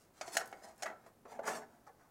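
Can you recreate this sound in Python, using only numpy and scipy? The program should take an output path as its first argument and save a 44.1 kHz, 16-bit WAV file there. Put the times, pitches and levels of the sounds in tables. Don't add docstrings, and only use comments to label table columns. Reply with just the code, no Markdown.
import sys
import numpy as np
from scipy import signal
from scipy.fft import rfft, irfft
from scipy.io import wavfile

SR = 44100
rng = np.random.default_rng(int(sys.argv[2]) if len(sys.argv) > 2 else 0)


def wav_record(signal):
    frames = np.transpose(np.atleast_2d(signal))
    bounded = np.clip(frames, -1, 1)
    quanta = np.round(bounded * 32767).astype(np.int16)
    wavfile.write(sys.argv[1], SR, quanta)


N = 92610
TIME, RING_TIME = np.arange(N) / SR, np.arange(int(.6 * SR)) / SR

# frequency in Hz, spectral density in dB.
RASP_SPECTRUM = [(130, -9), (230, -4.5), (310, -18), (450, -9), (750, 0.5), (1100, -9.5), (1900, -7),
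                 (2600, -28), (4000, -38.5), (15000, -40)]
HISS_SPECTRUM = [(130, -7.5), (1500, 0.5), (3300, -7), (6000, 2), (8500, -2), (11000, -9.5), (15500, -18)]
# peak time, swell width and fade width in seconds, rasp level and
# hiss level in dB, note of the rubbed panel in Hz.
STROKES = [(0.012, 0.11, 0.034, -84, -70, 594), (0.185, 0.026, 0.031, -80, -64.5, 670),
           (.27, 0.024, 0.047, -58, -56.5, 370), (0.342, 0.014, 0.015, -54, -44.5, 716),
           (0.402, 0.012, 0.006, -48.5, -48, 744), (.45, 0.0086, 0.17, -60.5, -67.5, 778),
           (0.642, 0.012, 0.012, -51, -56.5, 644), (.685, .012, .02, -60, -64, 624),
           (.814, 0.025, 0.0087, -61.5, -64, 750), (.872, 0.0092, 0.025, -49.5, -71, 993),
           (1.04, 0.083, 0.022, -68, -79, 1250), (1.317, 0.022, 0.013, -52.5, -62, 445),
           (1.345, 0.027, 0.025, -53.5, -70.5, 356), (1.438, 0.0067, 0.013, -46, -64, 924),
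           (1.478, .014, 0.015, -37.5, -43, 1118), (1.51, 0.018, 0.028, -43, -49.5, 686),
           (1.562, 0.019, 0.014, -47.5, -48.5, 628), (1.623, 0.012, 0.01, -51, -95, 780),
           (1.71, 0.046, 0.087, -68, -78, 703), (1.88, 0.012, 0.013, -55.5, -77, 780),
           (2.019, 0.036, 0.05, -69, -79, 1480)]


def sliding_cable(bank):
    out = np.zeros(N)
    for peak_s, swell_s, fade_s, rasp_db, hiss_db, note_hz in STROKES:
        stroke = np.exp(-.5 * ((TIME - peak_s) / np.where(TIME < peak_s, swell_s, fade_s)) ** 2)
        rasp = friction(bank, stroke, RASP_SPECTRUM, slips_per_s=750, spread_db=4, t60_s=.06)
        note = from_db(6.5) * resonate(rasp, note_hz, t60_s=.045)
        overtone = from_db(5.5) * resonate(rasp, 1.95 * note_hz, t60_s=.045)
        hiss = friction(bank, stroke, HISS_SPECTRUM, slips_per_s=1900, spread_db=3, t60_s=.012)
        rub = from_db(rasp_db) * unit_rms(rasp + note + overtone) + from_db(hiss_db) * unit_rms(hiss)
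        out += stroke.std() * rub
    return out


def friction(bank, stroke, spectrum, slips_per_s, spread_db, t60_s):
    sizes = from_db(spread_db * np.minimum(rng.exponential(1, N), 3)) * rng.choice([-1, 1], N)
    slips = unit_rms(sizes * (rng.random(N) < slips_per_s / SR)) * stroke
    response = wall_response(bank, spectrum, rise_s=.00016, t60_s=t60_s)
    return signal.fftconvolve(slips, response / np.linalg.norm(response))[:N]


# frequency in Hz, spectral density in dB.
CLACK_SPECTRUM = [(130, -47), (300, -8.5), (500, -13), (700, 8.5), (1050, -34.5), (1400, -4.5),
                  (2000, -10.5), (3600, -17.5), (6500, -9), (9000, -17.5), (15000, -30)]
KNOCK_SPECTRUM = [(130, -32), (520, -6), (1100, -7.5), (1900, -11.5), (2700, -31), (6000, -31),
                  (15000, -43)]
# start in seconds, level in dB, extra bass, upper mids and treble in dB,
# top octave against the treble in dB, clatter T60 in seconds, panel note in Hz.
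MOUTH_CLACKS = [(.2112, -36, -1.5, 3.5, -1, -8.5, 0.062, 620), (.2772, -44.5, 8.5, 2, 1, -3, 0.057, 718),
                (.3525, -41.5, 14, 3, 9, -15, 0.028, 676), (.3680, -28, -19, 8.5, 5, 2.5, 0.053, 690),
                (.3762, -39, -10, 7, 11, -25, 0.028, 772), (.5262, -42.5, 2.5, 4.5, -12, -10, 0.048, 746),
                (.8225, -41.5, -8, 6, 7, -3, 0.05, 654), (.8312, -35.5, 3.5, 6.5, 5.5, -4, 0.03, 738),
                (.9003, -39.5, -1, 5.5, -24, -4, 0.027, 635), (.9118, -46, -23, -12, -18, -4, 0.021, 768)]
DEEP_KNOCKS = [(.4090, -40.5, -1, 6.5, 11, -11, 0.065, 1402), (0.8576, -38, -2, 8, 5.5, -2, .085, 873),
               (1.062, -54, 3.5, -4, 4, 4.5, 0.14, 694), (1.2518, -49, 9, -4.5, -6, -5, 0.11, 515),
               (1.3908, -35, 4.5, -8, -6.5, 0, 0.037, 575), (1.4740, -40.5, 8, 12.5, -20, 5, 0.096, 880),
               (1.867, -54, 1, -4, 9.5, -6, 0.065, 1270)]


def cable_impacts(bank):
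    clacks = blows(bank, MOUTH_CLACKS, CLACK_SPECTRUM, rise_s=.00075)
    knocks = blows(bank, DEEP_KNOCKS, KNOCK_SPECTRUM, rise_s=.0017)
    return clacks + knocks


def blows(bank, rows, spectrum, rise_s, note_db=2.5, note_t60_s=.052):
    out = np.zeros(N)
    attack = 1 - np.exp(-RING_TIME / rise_s)
    for start_s, level_db, bass_db, mid_db, treble_db, top_db, t60_s, note_hz in rows:
        clatter = wall_response(bank, spectrum, rise_s, t60_s, bass_db, mid_db, treble_db, top_db)
        note = np.sin(2 * np.pi * note_hz * RING_TIME) * decay(note_t60_s) * attack
        add(out, start_s, from_db(level_db) * (clatter + from_db(note_db) * note))
    return out


# frequency in Hz, spectral density in dB.
TICK_SPECTRUM = [(3000, -14), (6000, 3), (10000, 3), (15000, -2)]
# start in seconds, level in dB.
RIM_TICKS = [(.3258, -59), (.3397, -61), (0.457, -51), (0.475, -51.5), (0.515, -60), (.7605, -68),
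             (0.779, -59.5)]


def grit_ticks(bank):
    out = np.zeros(N)
    for start_s, level_db in RIM_TICKS:
        tick = wall_response(bank, TICK_SPECTRUM, rise_s=.00021, t60_s=.021)
        add(out, start_s, from_db(level_db) * tick)
    return out


BAND_EDGES_HZ = np.geomspace(110, 17000, 26)


def crowded_modes():
    white = rng.standard_normal((3, N))
    return np.array([signal.sosfilt(signal.butter(2, band, "band", fs=SR, output="sos"), white[k % 3])
                     for k, band in enumerate(zip(BAND_EDGES_HZ, BAND_EDGES_HZ[1:]))])


# frequency in Hz, T60 in seconds.
LATE_RING_T60 = [(150, 1), (550, 0.28), (1400, 0.23), (3700, 0.26), (10000, 0.17)]
# frequency in Hz, level against the clatter in dB.
LATE_RING_DB = [(150, -15.5), (700, -6.5), (1600, -13), (4000, -22), (12000, -14.5)]


def wall_response(bank, spectrum, rise_s, t60_s, bass_db=0, mid_db=0, treble_db=0, top_db=0):
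    hz = np.sqrt(BAND_EDGES_HZ[1:] * BAND_EDGES_HZ[:-1])[:, None]
    gain = from_db(at_hz(spectrum, hz)) * np.sqrt(hz)
    spot_tone = [(374, bass_db), (785, 0), (1640, mid_db), (5500, treble_db), (12000, treble_db + top_db)]
    gain = gain / np.linalg.norm(gain) * from_db(at_hz(spot_tone, hz))
    ring = from_db(at_hz(LATE_RING_DB, hz)) * decay(at_hz(LATE_RING_T60, hz))
    envelope = np.hypot(decay(t60_s), ring) * (1 - np.exp(-RING_TIME / rise_s))
    length = len(RING_TIME)
    start = rng.integers(length, N - length)
    modes = unit_rms(bank[:, start:start + length] * envelope) * envelope.std(axis=1, keepdims=True)
    return fold_echoes(np.sum(gain * modes, axis=0))


def fold_echoes(x, reflection=.4, typical_lag_s=.0016):
    lag_s = typical_lag_s * 2 ** rng.uniform(-.999, 1)
    delay = np.exp(-2j * np.pi * np.fft.rfftfreq(len(x), 1 / SR) * lag_s)
    round_trip = rng.choice([-1, 1]) * reflection * delay
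    return unit_rms(irfft(rfft(x) / (1 - round_trip), len(x))) * x.std()


# frequency in Hz, gain in dB with the cable shallow, gain in dB with
# it deep, T60 in seconds.
STANDING_WAVES = [(240, -3, 11, .3), (430, -4, 7, .22), (670, -14, -1, .25), (865, -6, 1.5, .3),
                  (1033, -8, 0, .25), (1339, 4, -6, .3), (1494, 3, -4, .3), (1715, -10, 5, .11),
                  (1878, 1, -8, .2), (2191, 6, -6, .14), (3062, 0, -3, .14), (4121, 0, 0, .12),
                  (4411, 2, 2, .14), (6637, -2, -4, .1)]


def downspout(contacts, bass_cut_hz=150, going_deeper_s=(.95, 1.25)):
    direct = signal.sosfilt(signal.butter(3, bass_cut_hz, "high", fs=SR, output="sos"), contacts)
    out = direct
    for hz, shallow_db, deep_db, t60_s in STANDING_WAVES:
        coupling = from_db(np.interp(TIME, going_deeper_s, [shallow_db, deep_db]))
        out = out + resonate(coupling * direct, hz, t60_s)
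    return out


# frequency in Hz, spectral density in dB.
AIR_SPECTRUM = [(20, -1), (150, 4.5), (700, 0), (1400, -8.5), (3000, -18.5), (15000, -19)]


def outdoor_air(level_db=-68.5):
    hz = np.maximum(np.fft.rfftfreq(N, 1 / SR), 1)
    spectrum = rfft(rng.standard_normal(N)) * from_db(at_hz(AIR_SPECTRUM, hz))
    return from_db(level_db) * unit_rms(irfft(spectrum, N))


def resonate(x, hz, t60_s):
    r = np.exp(-np.log(1000) / (t60_s * SR))
    feedback = [1, -2 * r * np.cos(2 * np.pi * hz / SR), r * r]
    return (1 - r * r) / 2 * signal.lfilter([1, 0, -1], feedback, x + 1e-18)


def decay(t60_s):
    return np.exp(-np.log(1000) * RING_TIME / t60_s)


def from_db(db):
    return 10 ** (np.asarray(db) / 20)


def unit_rms(x):
    return x / np.sqrt(np.mean(x ** 2, axis=-1, keepdims=True) + 1e-20)


def at_hz(points, hz):
    point_hz, value = np.transpose(points)
    return np.interp(np.log(hz), np.log(point_hz), value)


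def add(out, start_s, sound):
    part = out[int(start_s * SR):][:len(sound)]
    part += sound[:len(part)]


def scene():
    bank = crowded_modes()
    contacts = cable_impacts(bank) + grit_ticks(bank) + sliding_cable(bank)
    return (downspout(contacts) + outdoor_air())[None]


def record(dry):
    return signal.sosfilt(signal.ellip(10, .1, 70, 15900, fs=SR, output="sos"), dry)


dry = scene()
out = record(dry)
wav_record(out)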